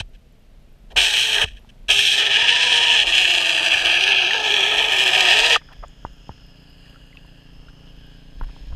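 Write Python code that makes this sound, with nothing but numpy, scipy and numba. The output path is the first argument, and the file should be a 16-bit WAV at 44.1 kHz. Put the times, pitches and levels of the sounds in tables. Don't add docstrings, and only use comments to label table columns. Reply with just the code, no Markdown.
import sys
import numpy as np
from scipy import signal
from scipy.fft import rfft, irfft
from scipy.io import wavfile
from scipy.ndimage import uniform_filter1d
from numba import njit

SR = 44100
rng = np.random.default_rng(int(sys.argv[2]) if len(sys.argv) > 2 else 0)


def gain_from_decibels(decibels):
    exponent = np.asarray(decibels, float) / 20
    return 10 ** exponent


def store_pcm(level_fs):
    pcm = np.round(np.clip(level_fs, -1, 1) * 32767).astype(np.int16)
    wavfile.write(sys.argv[1], SR, np.atleast_2d(pcm).T)


N = 385875
TIME = np.arange(N) / SR
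LONG_CUT_S = 3


def level(x, db):
    return x * gain_from_decibels(db) / np.sqrt(np.mean(x ** 2))


def band(x, lo_hz, hi_hz):
    return signal.sosfilt(signal.butter(3, [lo_hz, hi_hz], "bandpass", fs=SR, output="sos"), x)


def fine(x):
    return np.repeat(x, repeats=16)[:N]


def wander(rate_hz):
    held = np.repeat(rng.standard_normal(int(N / SR * rate_hz) + 2), 4)
    soft = uniform_filter1d(uniform_filter1d(held, size=4), size=4)
    return 1.3 * np.interp(TIME[::16] * rate_hz * 4, np.arange(len(soft)), soft)


def walk(rate_hz):
    return fine(wander(rate_hz))


def hump(start_s, length_s):
    out, k = np.zeros(N), int(length_s * SR)
    out[int(start_s * SR):][:k] = np.sin(np.pi * np.arange(k) / k)
    return out


def play(tables):
    rows = np.concatenate(tables)
    gate = sum((TIME >= t[0][0]) & (TIME < t[-1][0]) for t in tables)
    return uniform_filter1d(1. * gate, 200), [np.interp(TIME, rows[:, 0], c) for c in rows.T[1:]]


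@njit
def svf(x, hz, width):
    y, b, l = np.empty(len(x)), 0., 0.
    for i in range(len(x)):
        g, k = np.pi * hz[i] / SR, width / hz[i]
        g = g + g ** 3 / 3 + 2 * g ** 5 / 15 + 17 * g ** 7 / 315
        v = (b + g * (x[i] - l)) / (1 + g * (g + k))
        b, l, y[i] = 2 * v - b, l + 2 * g * v, k * v
    return y


def ring(x, modes, drift, sway_db):
    total = 0
    for k, (hz, width, db) in enumerate(modes):
        strength = fine(gain_from_decibels(db + sway_db * wander(2.92)))
        total = total + (-1) ** k * strength * svf(x, hz * (1 + drift * walk(2.05)), 1. * width)
    return level(total, 0)


def grit(rate_hz, spread_db, smooth_db):
    hit = rng.random(N) < rate_hz / SR
    size = np.minimum(rng.exponential(size=N), 5)
    noise = rng.standard_normal(N)
    impacts = level(hit * np.sign(noise) * gain_from_decibels(spread_db * size), 0)
    return level(impacts + gain_from_decibels(smooth_db) * noise, 0)


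# pitch_hz, density_db (per Hz)
MIC_NOISE = [(180, -43), (300, -7.5), (420, -3.5), (650, -4.5), (980, -17), (2760, -14), (7000, -25.5),
             (15300, -31.5)]


def circuit():
    hz, db = np.transpose(MIC_NOISE)
    shape = gain_from_decibels(np.interp(np.log(np.fft.rfftfreq(N, 1 / SR) + 1), np.log(hz), db))
    noise = irfft(rfft(rng.standard_normal(N)) * shape, N)
    frame_hz, noise_db = 29.97, -76
    frames = np.exp(1.4 * (np.cos(2 * np.pi * (frame_hz * TIME + .2)) - 1))
    frames = frames * np.clip(walk(150) + 0.32, 0, 3)
    crackle = frames * (band(noise, 7000, 7300) + 1.5 * band(noise, 10700, 13000))
    return (noise + 1.6 * crackle) * gain_from_decibels(noise_db - 1.5) / np.std(band(noise, 8300, 16000))


# peak_s, peak_db
WATER_SURGES = [(0, -37), (0.97, -36), (1.49, -31), (1.9, -43), (3.09, -41), (3.85, -42), (4.82, -42.5),
                (5.38, -34.5), (5.8, -44), (6.07, -44), (7.6, -44), (7.99, -43), (8.43, -30), (8.76, -24)]
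# centre_hz, width_hz, level_db
FAR_HISS_BEFORE = [(700, 360, 8.5), (1700, 500, 4.5), (2900, 1600, 3), (5000, 2000, -18.5)]
FAR_HISS_AFTER = [(700, 570, -9.5), (1400, 150, -6), (1680, 140, -3), (2565, 170, -4), (2820, 154, 2.5),
                  (3310, 240, 0), (4160, 900, -13), (5135, 170, 0), (6510, 410, -15)]


def water():
    t = TIME[::16]
    swell_db_s, ebb_db_s = 153, 111
    surge = 0
    for peak_s, db in WATER_SURGES:
        slope = np.where(t < peak_s, swell_db_s, ebb_db_s)
        surge = surge + gain_from_decibels(db - slope * np.abs(t - peak_s))
    calm_db, duck_db = -48, -7.5
    calm = gain_from_decibels(calm_db + duck_db * play(MOTOR_RUNS)[0])
    slosh = level(band(rng.standard_normal(N), 16, 50), 0) * (fine(surge) + calm)
    rumble = level(band(rng.standard_normal(N), 60, 222), -58)
    before = gain_from_decibels(-68.5) * ring(grit(1500, 2.8, 3), FAR_HISS_BEFORE, 0.019, 2.1)
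    before *= np.clip(TIME / 0.39, 0, 1) ** 2
    after = gain_from_decibels(-55.5) * ring(grit(1500, 2.8, 3), FAR_HISS_AFTER, 0.019, 2.1)
    return slosh + rumble + np.where(TIME < LONG_CUT_S, before, after) * gain_from_decibels(1.1 * walk(10))


# time_s, level_db
ENGINE_LEVEL = [
    (0, -62),
    (1.899, -55.5),
    (5.5, -55),
    (8.75, -49),
]
# share_of_turn, level_db
ENGINE_FIRINGS = [(.0, -4), (.11, -2.5), (.4, -10.5), (0.582, 5.5), (0.786, 5.5)]


def idling():
    s, db = np.transpose(ENGINE_LEVEL)
    turns_hz = np.where(TIME < LONG_CUT_S, 24.0, 28.778)
    turns = np.cumsum(turns_hz) / SR + .3 + .001 * walk(6)
    kicks = 0
    for at, size_db in ENGINE_FIRINGS:
        kicks = kicks + gain_from_decibels(size_db + .4 * walk(20)) * np.diff(np.floor(turns - at), prepend=-1)
    t = np.arange(-300, 600) / SR
    peak = np.exp(-t / 0.0026) * np.cos(2 * np.pi * 200 * t)
    dip = 0.63 * np.exp(-t / 0.0022) * (1 - np.exp(-t / 0.00018))
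    pulse = np.where(t < 0, np.exp(t / 0.00073), peak - dip)
    throb = level(band(signal.fftconvolve(kicks, pulse, "same"), 45, 1500), 0)
    return throb * gain_from_decibels(np.interp(TIME, s, db))


# start_s, peak_db, centre_hz,
# length_s
WEED_DRAGS = [(0, -35, 700, 0.018), (0.9, -47, 600, 0.048), (5.611, -48.5, 1402, 0.014),
              (5.684, -47, 1190, .015), (5.697, -48, 1100, 0.047), (5.825, -35.5, 915, 0.028),
              (6.052, -54, 1200, 0.027), (6.299, -55, 1200, 0.028), (8.426, -47, 1200, 0.023),
              (8.481, -52, 1100, 0.024), (8.715, -44.5, 940, 0.022)]


def scrapes():
    out = np.zeros(N)
    for s, db, hz, length_s in WEED_DRAGS:
        k = int(length_s * SR)
        rub = rng.standard_normal(SR // 10) * gain_from_decibels(3.6 * rng.standard_normal(SR // 10))
        rub = level(band(rub, hz * 0.57, hz * 1.47), 0)[-k:]
        out[int(s * SR):][:k] += gain_from_decibels(db) * np.sin(np.pi * np.arange(k) / k) * rub
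    return out


def struck(events, rough, glide, blow, trim_db):
    out, t = np.zeros(N + SR), TIME[:SR // 2]
    for s, db, hz, t60 in events:
        fade = np.exp(-np.log(1000) * t / t60)
        angle = 2 * np.pi * hz * t * (1 + glide * fade)
        rasp = band(rng.standard_normal(len(t)), hz * 0.8, hz * 1.59) * np.sqrt(SR / hz / 4)
        wave = (np.sin(angle) + rough * rasp) * (1 - np.exp(-t * hz * 3))
        wave = wave - blow * (1 - np.cos(angle)) * np.exp(-t / 0.0032)
        out[int(s * SR):][:len(t)] += gain_from_decibels(db + trim_db) * wave * fade
    return out[:N]


# start_s,
# peak_db, pitch_hz, t60_s
TICKS_AND_CHIRPS = [(1.647, -42, 866.9, 0.019), (4.308, -14, 1750, 0.049), (5.56, -5, 1220, 0.025),
                    (5.766, -46, 673, 0.021), (6.945, -46, 1316, 0.022), (6.959, -40, 1370, 0.025),
                    (7.128, -42, 2020, 0.025), (7.155, -49, 1082, 0.025), (7.171, -34, 2600, 0.026),
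                    (7.684, -39.5, 1400, 0.023), (7.876, -45, 2900, 0.029),
                    (5.5442, -13.5, 1795, 0.056),
                    (5.882, -43.5, 6990, 0.01),
]
HARD_KNOCKS = [
    (6.05, -20.5, 960, 0.015),
    (6.293, -25, 925, 0.015),
    (7.248, -48, 950, 0.02),
    (8.412, -28.5, 940, 0.024),
    (8.564, -41, 915, 0.02),
]
SOFT_BUMPS = [
    (0.004, -21, 87, 0.059),
    (0.97, -23, 45.8, 0.12),
    (1.44, -18, 72, 0.074),
    (1.889, -27.5, 45.9, 0.11),
    (6.052, -28, 39.99, 0.1),
    (6.294, -26.5, 80.7, 0.078),
    (7.252, -27, 35.0, 0.057),
    (8.42, -19, 45.8, 0.07),
    (8.724, -19, 46, 0.1),
]


def debris():
    ticks = struck(TICKS_AND_CHIRPS, rough=0.26, glide=0.08, blow=0, trim_db=1.6)
    hard = struck(HARD_KNOCKS, rough=1.0, glide=0.24, blow=1.45, trim_db=0.)
    soft = struck(SOFT_BUMPS, rough=.1, glide=1.0, blow=0, trim_db=3.0)
    return ticks + hard + soft


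# time_s, pitch_hz, load_db, octave_db (over first partial)
MOTOR_RUNS = [
    [(0.96, 360.1, -33.5, 12), (1.2, 448, -40.5, 1), (1.35, 441.7, -35.5, 0), (1.375, 417, -27, -11),
     (1.44, 460, -25, -3.5), (1.46, 442, -40, -7.5)],
    [(1.89, 405.2, -36, -1.5), (2.1, 400, -39, 2), (2.2, 424.7, -31, -10), (2.33, 395.3, -30.5, 1.5),
     (2.42, 477.7, -32, 11), (2.92, 480, -30, 10.5), (3.07, 370.2, -36, 11)],
    [(3.07, 345.2, -33, 7), (3.2, 365.2, -34, 7), (3.6, 335, -33, 8), (3.92, 344.9, -30.5, 1.5),
     (4.09, 395.7, -31.5, 0), (4.27, 372, -30, 3.5), (4.36, 438.2, -30.5, 3.5)],
    [(4.36, 437.5, -29, 3), (4.62, 392.2, -28.5, -5.5), (4.82, 439.7, -28.5, 3), (4.97, 386.5, -29.5, -1.5),
     (5.3, 380.2, -25, 7), (5.46, 477.8, -26, -9.5), (5.57, 465, -26, -1)],
]


def shaft():
    hz = play(MOTOR_RUNS)[1][0]
    return np.cumsum(hz * (1 + .02 * walk(45) + .025 * walk(160))) / SR


def partials():
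    _, load_db, octave_db = play(MOTOR_RUNS)[1]
    first_db = load_db - 9 - 0.37 * octave_db
    return first_db, first_db + octave_db


# centre_hz, width_hz, level_db
LOW_BODY = [(388, 220, -10.5), (717, 124, 0), (940, 82, -2), (1257, 58, -2.5)]
SWITCH_ONS = [
    0.94,
    1.89,
]


def motor(turns):
    gate, (_, load_db, _) = play(MOTOR_RUNS)
    first_db, second_db = partials()
    angle = 2 * np.pi * turns
    tone = gain_from_decibels(first_db + 3.0 * walk(50)) * np.sin(angle)
    tone += gain_from_decibels(second_db + 2.9 * walk(60)) * np.sin(2 * angle)
    tone += gain_from_decibels(second_db - 21.0) * np.sin(angle / 2)
    growl = band(ring(grit(1500, 2.8, -0.5), LOW_BODY, 0.023, 1.1), 260, 1450)
    jolt_db = sum(12 * (TIME >= s) * np.exp(-np.abs(TIME - s) / 0.044) for s in SWITCH_ONS)
    return gate * (1.29 * tone + gain_from_decibels(load_db + jolt_db - 2.5 + 1.3 * walk(40)) * growl)


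def chatter(turns):
    halves = (2 * turns).astype(int)
    chance = rng.standard_normal((N // 30, 2))
    size = (np.sign(chance[:, 0]) * gain_from_decibels(4.14 * np.clip(chance[:, 1], -3, 2)))[halves]
    second = np.clip(gain_from_decibels(play(MOTOR_RUNS)[1][2] - 5), 0, 1)
    weak = np.where(halves % 2, second, 1)
    rasp = 0.28 * rng.standard_normal(N) * np.exp(-(2 * turns % 1) / 0.19)
    return level(size * weak * (np.diff(halves, prepend=0) + rasp), 0)


# time_s, slip_share (0-1)
SLIP_SHARE = [
    (1, .45),
    (3, .45),
    (3.2, .7),
    (5.5, .55),
]


def blade_push(turns):
    share = np.interp(TIME, *np.transpose(SLIP_SHARE))
    push = np.sqrt(share) * chatter(turns) + np.sqrt(1 - share) * grit(3000, 2.5, 0)
    return push * gain_from_decibels(1.14 * walk(70))


# start_s, bite_db, sag_db_per_s, sharpness_db
BLADE_BITES = [(0, -19, 1600, 0), (0.965, -13, 42.5, 4), (1.134, -15.5, 17.5, 3), (1.3, -18, -15, 2.5),
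               (1.445, -36.5, 190, -3), (1.887, -14, 4, 3.5), (2.2, -15, 32, -1), (2.305, -15, 8.5, -2),
               (2.6, -16.5, -3.5, -0.5), (3.075, -16, 202, 0), (3.125, -15, 17.5, 0), (3.52, -19.5, 5, 0),
               (3.705, -13, 83, 0), (3.85, -14.5, 17.5, 0), (4.11, -14, 29.5, -3), (4.43, -19, -27, -1.5),
               (4.66, -14, 20, -2), (4.92, -16, 5, 1.5), (5.3, -15.5, 15, 3), (5.5, -16, 6, 2),
               (5.561, -25.5, 847.5, -2)]


def bites():
    starts = np.transpose(BLADE_BITES)[0]
    row = np.searchsorted(starts, TIME, "right").clip(1) - 1
    s, bite_db, sag, sharp_db = np.transpose(BLADE_BITES)[:, row]
    return np.maximum(bite_db - sag * (TIME - s), -100), uniform_filter1d(sharp_db, SR // 20)


# start_s, depth_db, length_s
BLADE_SKIPS = [
    (1.112, -4.5, 0.02),
    (2.282, -6.5, 0.024),
    (3.028, -10, 0.049),
    (3.431, -5.5, 0.015),
    (3.684, -5, 0.025),
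    (3.818, -2, 0.032),
    (4.292, -2, 0.014),
]
# start_s, peak_db, length_s
GRIT_SCUFFS = [
    (0.133, -47, 0.032),
    (0.902, -40.5, 0.03),
    (1.4765, -33.5, 0.018),
    (1.512, -42, 0.013),
    (1.563, -40, 0.031),
    (1.688, -39, 0.019),
    (5.724, -40, 0.016),
    (6.855, -47, 0.017),
    (7.683, -44, 0.017),
    (7.978, -53, 0.02),
]


def blade_force(db):
    skips_db = sum(depth_db * hump(s, length_s) for s, depth_db, length_s in BLADE_SKIPS)
    force = uniform_filter1d(gain_from_decibels(db), int(0.0089 * SR)) * gain_from_decibels(skips_db)
    for s, peak_db, length_s in GRIT_SCUFFS:
        force += gain_from_decibels(peak_db - 9.5) * np.sqrt(hump(s, length_s))
    return force


# time_s, main_peak_hz
HOUSING_GRIP = [
    [(0.95, 2940), (2.1, 3040), (2.45, 2790), (2.7, 2975), (3.65, 2650), (4.35, 2650), (4.58, 3173),
     (5.4, 2680), (5.6, 2710)],
]
# centre_hz, width_hz, level_db
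LOWER_SHELL = [(1619, 160, -1.8), (1831, 121, -0.22)]
MAIN_SHELL = [(2568, 356, -0.93), (3350, 270, -0.92)]
UPPER_SHELL = [(3800, 760, 12), (4390, 400, -0.5), (4700, 290, -3.5), (5260, 250, -4), (5800, 310, -2),
               (6810, 700, -5)]
TREBLE_SHELL = [(7270, 730, 7.9), (7960, 580, 12.8), (9050, 1100, 2.4)]
AIR_SHELL = [(10060, 500, -3.5), (10900, 450, -1), (12700, 770, -7.5), (13950, 500, -12)]


def cutter(turns):
    db, sharp_db = bites()
    full_db, side_share = -13.5, 0.69
    kept_db = side_share * np.clip(full_db - db, -3, 9)
    load_db = play(MOTOR_RUNS)[1][1] + 32.5
    main_hz = play(HOUSING_GRIP)[1][0]
    push = blade_push(turns)
    main = ring(push, MAIN_SHELL, 0.013, 1.13) + 0.6 * level(svf(push, main_hz, 330.0), 0)
    upper = ring(push, UPPER_SHELL, 0.019, 2.1) + 0.28 * level(svf(push, 1.765 * main_hz, 300.0), 0)
    lower = band(ring(push, LOWER_SHELL, 0.026, 1.9), 1200, 2060)
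    treble = band(ring(push, TREBLE_SHELL, 0.038, 1.3), 6800, 10300)
    air = band(ring(push, AIR_SHELL, 0.025, 2.2), 9000, 16000)
    side = gain_from_decibels(-13 + 0.59 * load_db + walk(25)) * lower
    side += gain_from_decibels(-12.5 + sharp_db) * band(upper, 3240, 6980)
    side += gain_from_decibels(-25 + 1.5 * sharp_db) * treble
    side += gain_from_decibels(-34 + 1.6 * sharp_db) * air
    thud = level(band(grit(400, 3.3, -3.5), 50, 156), -35.5)
    shell = level(band(main, 2285, 3537), 0) + gain_from_decibels(kept_db) * side + thud
    return blade_force(db) * shell


def scene():
    turns = shaft()
    background = circuit() + water() + idling()
    return (background + scrapes() + debris() + motor(turns) + cutter(turns))[None]


def roll_off(x):
    return signal.sosfilt(signal.butter(12, 15430, fs=SR, output="sos"), x)


def record(dry):
    top = signal.butter(10, 14800, fs=SR, output="sos")
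    mix = signal.sosfilt(top, np.tanh(0.69 * dry) / 0.71)
    return roll_off(mix)


dry = scene()
out = record(dry)
store_pcm(out)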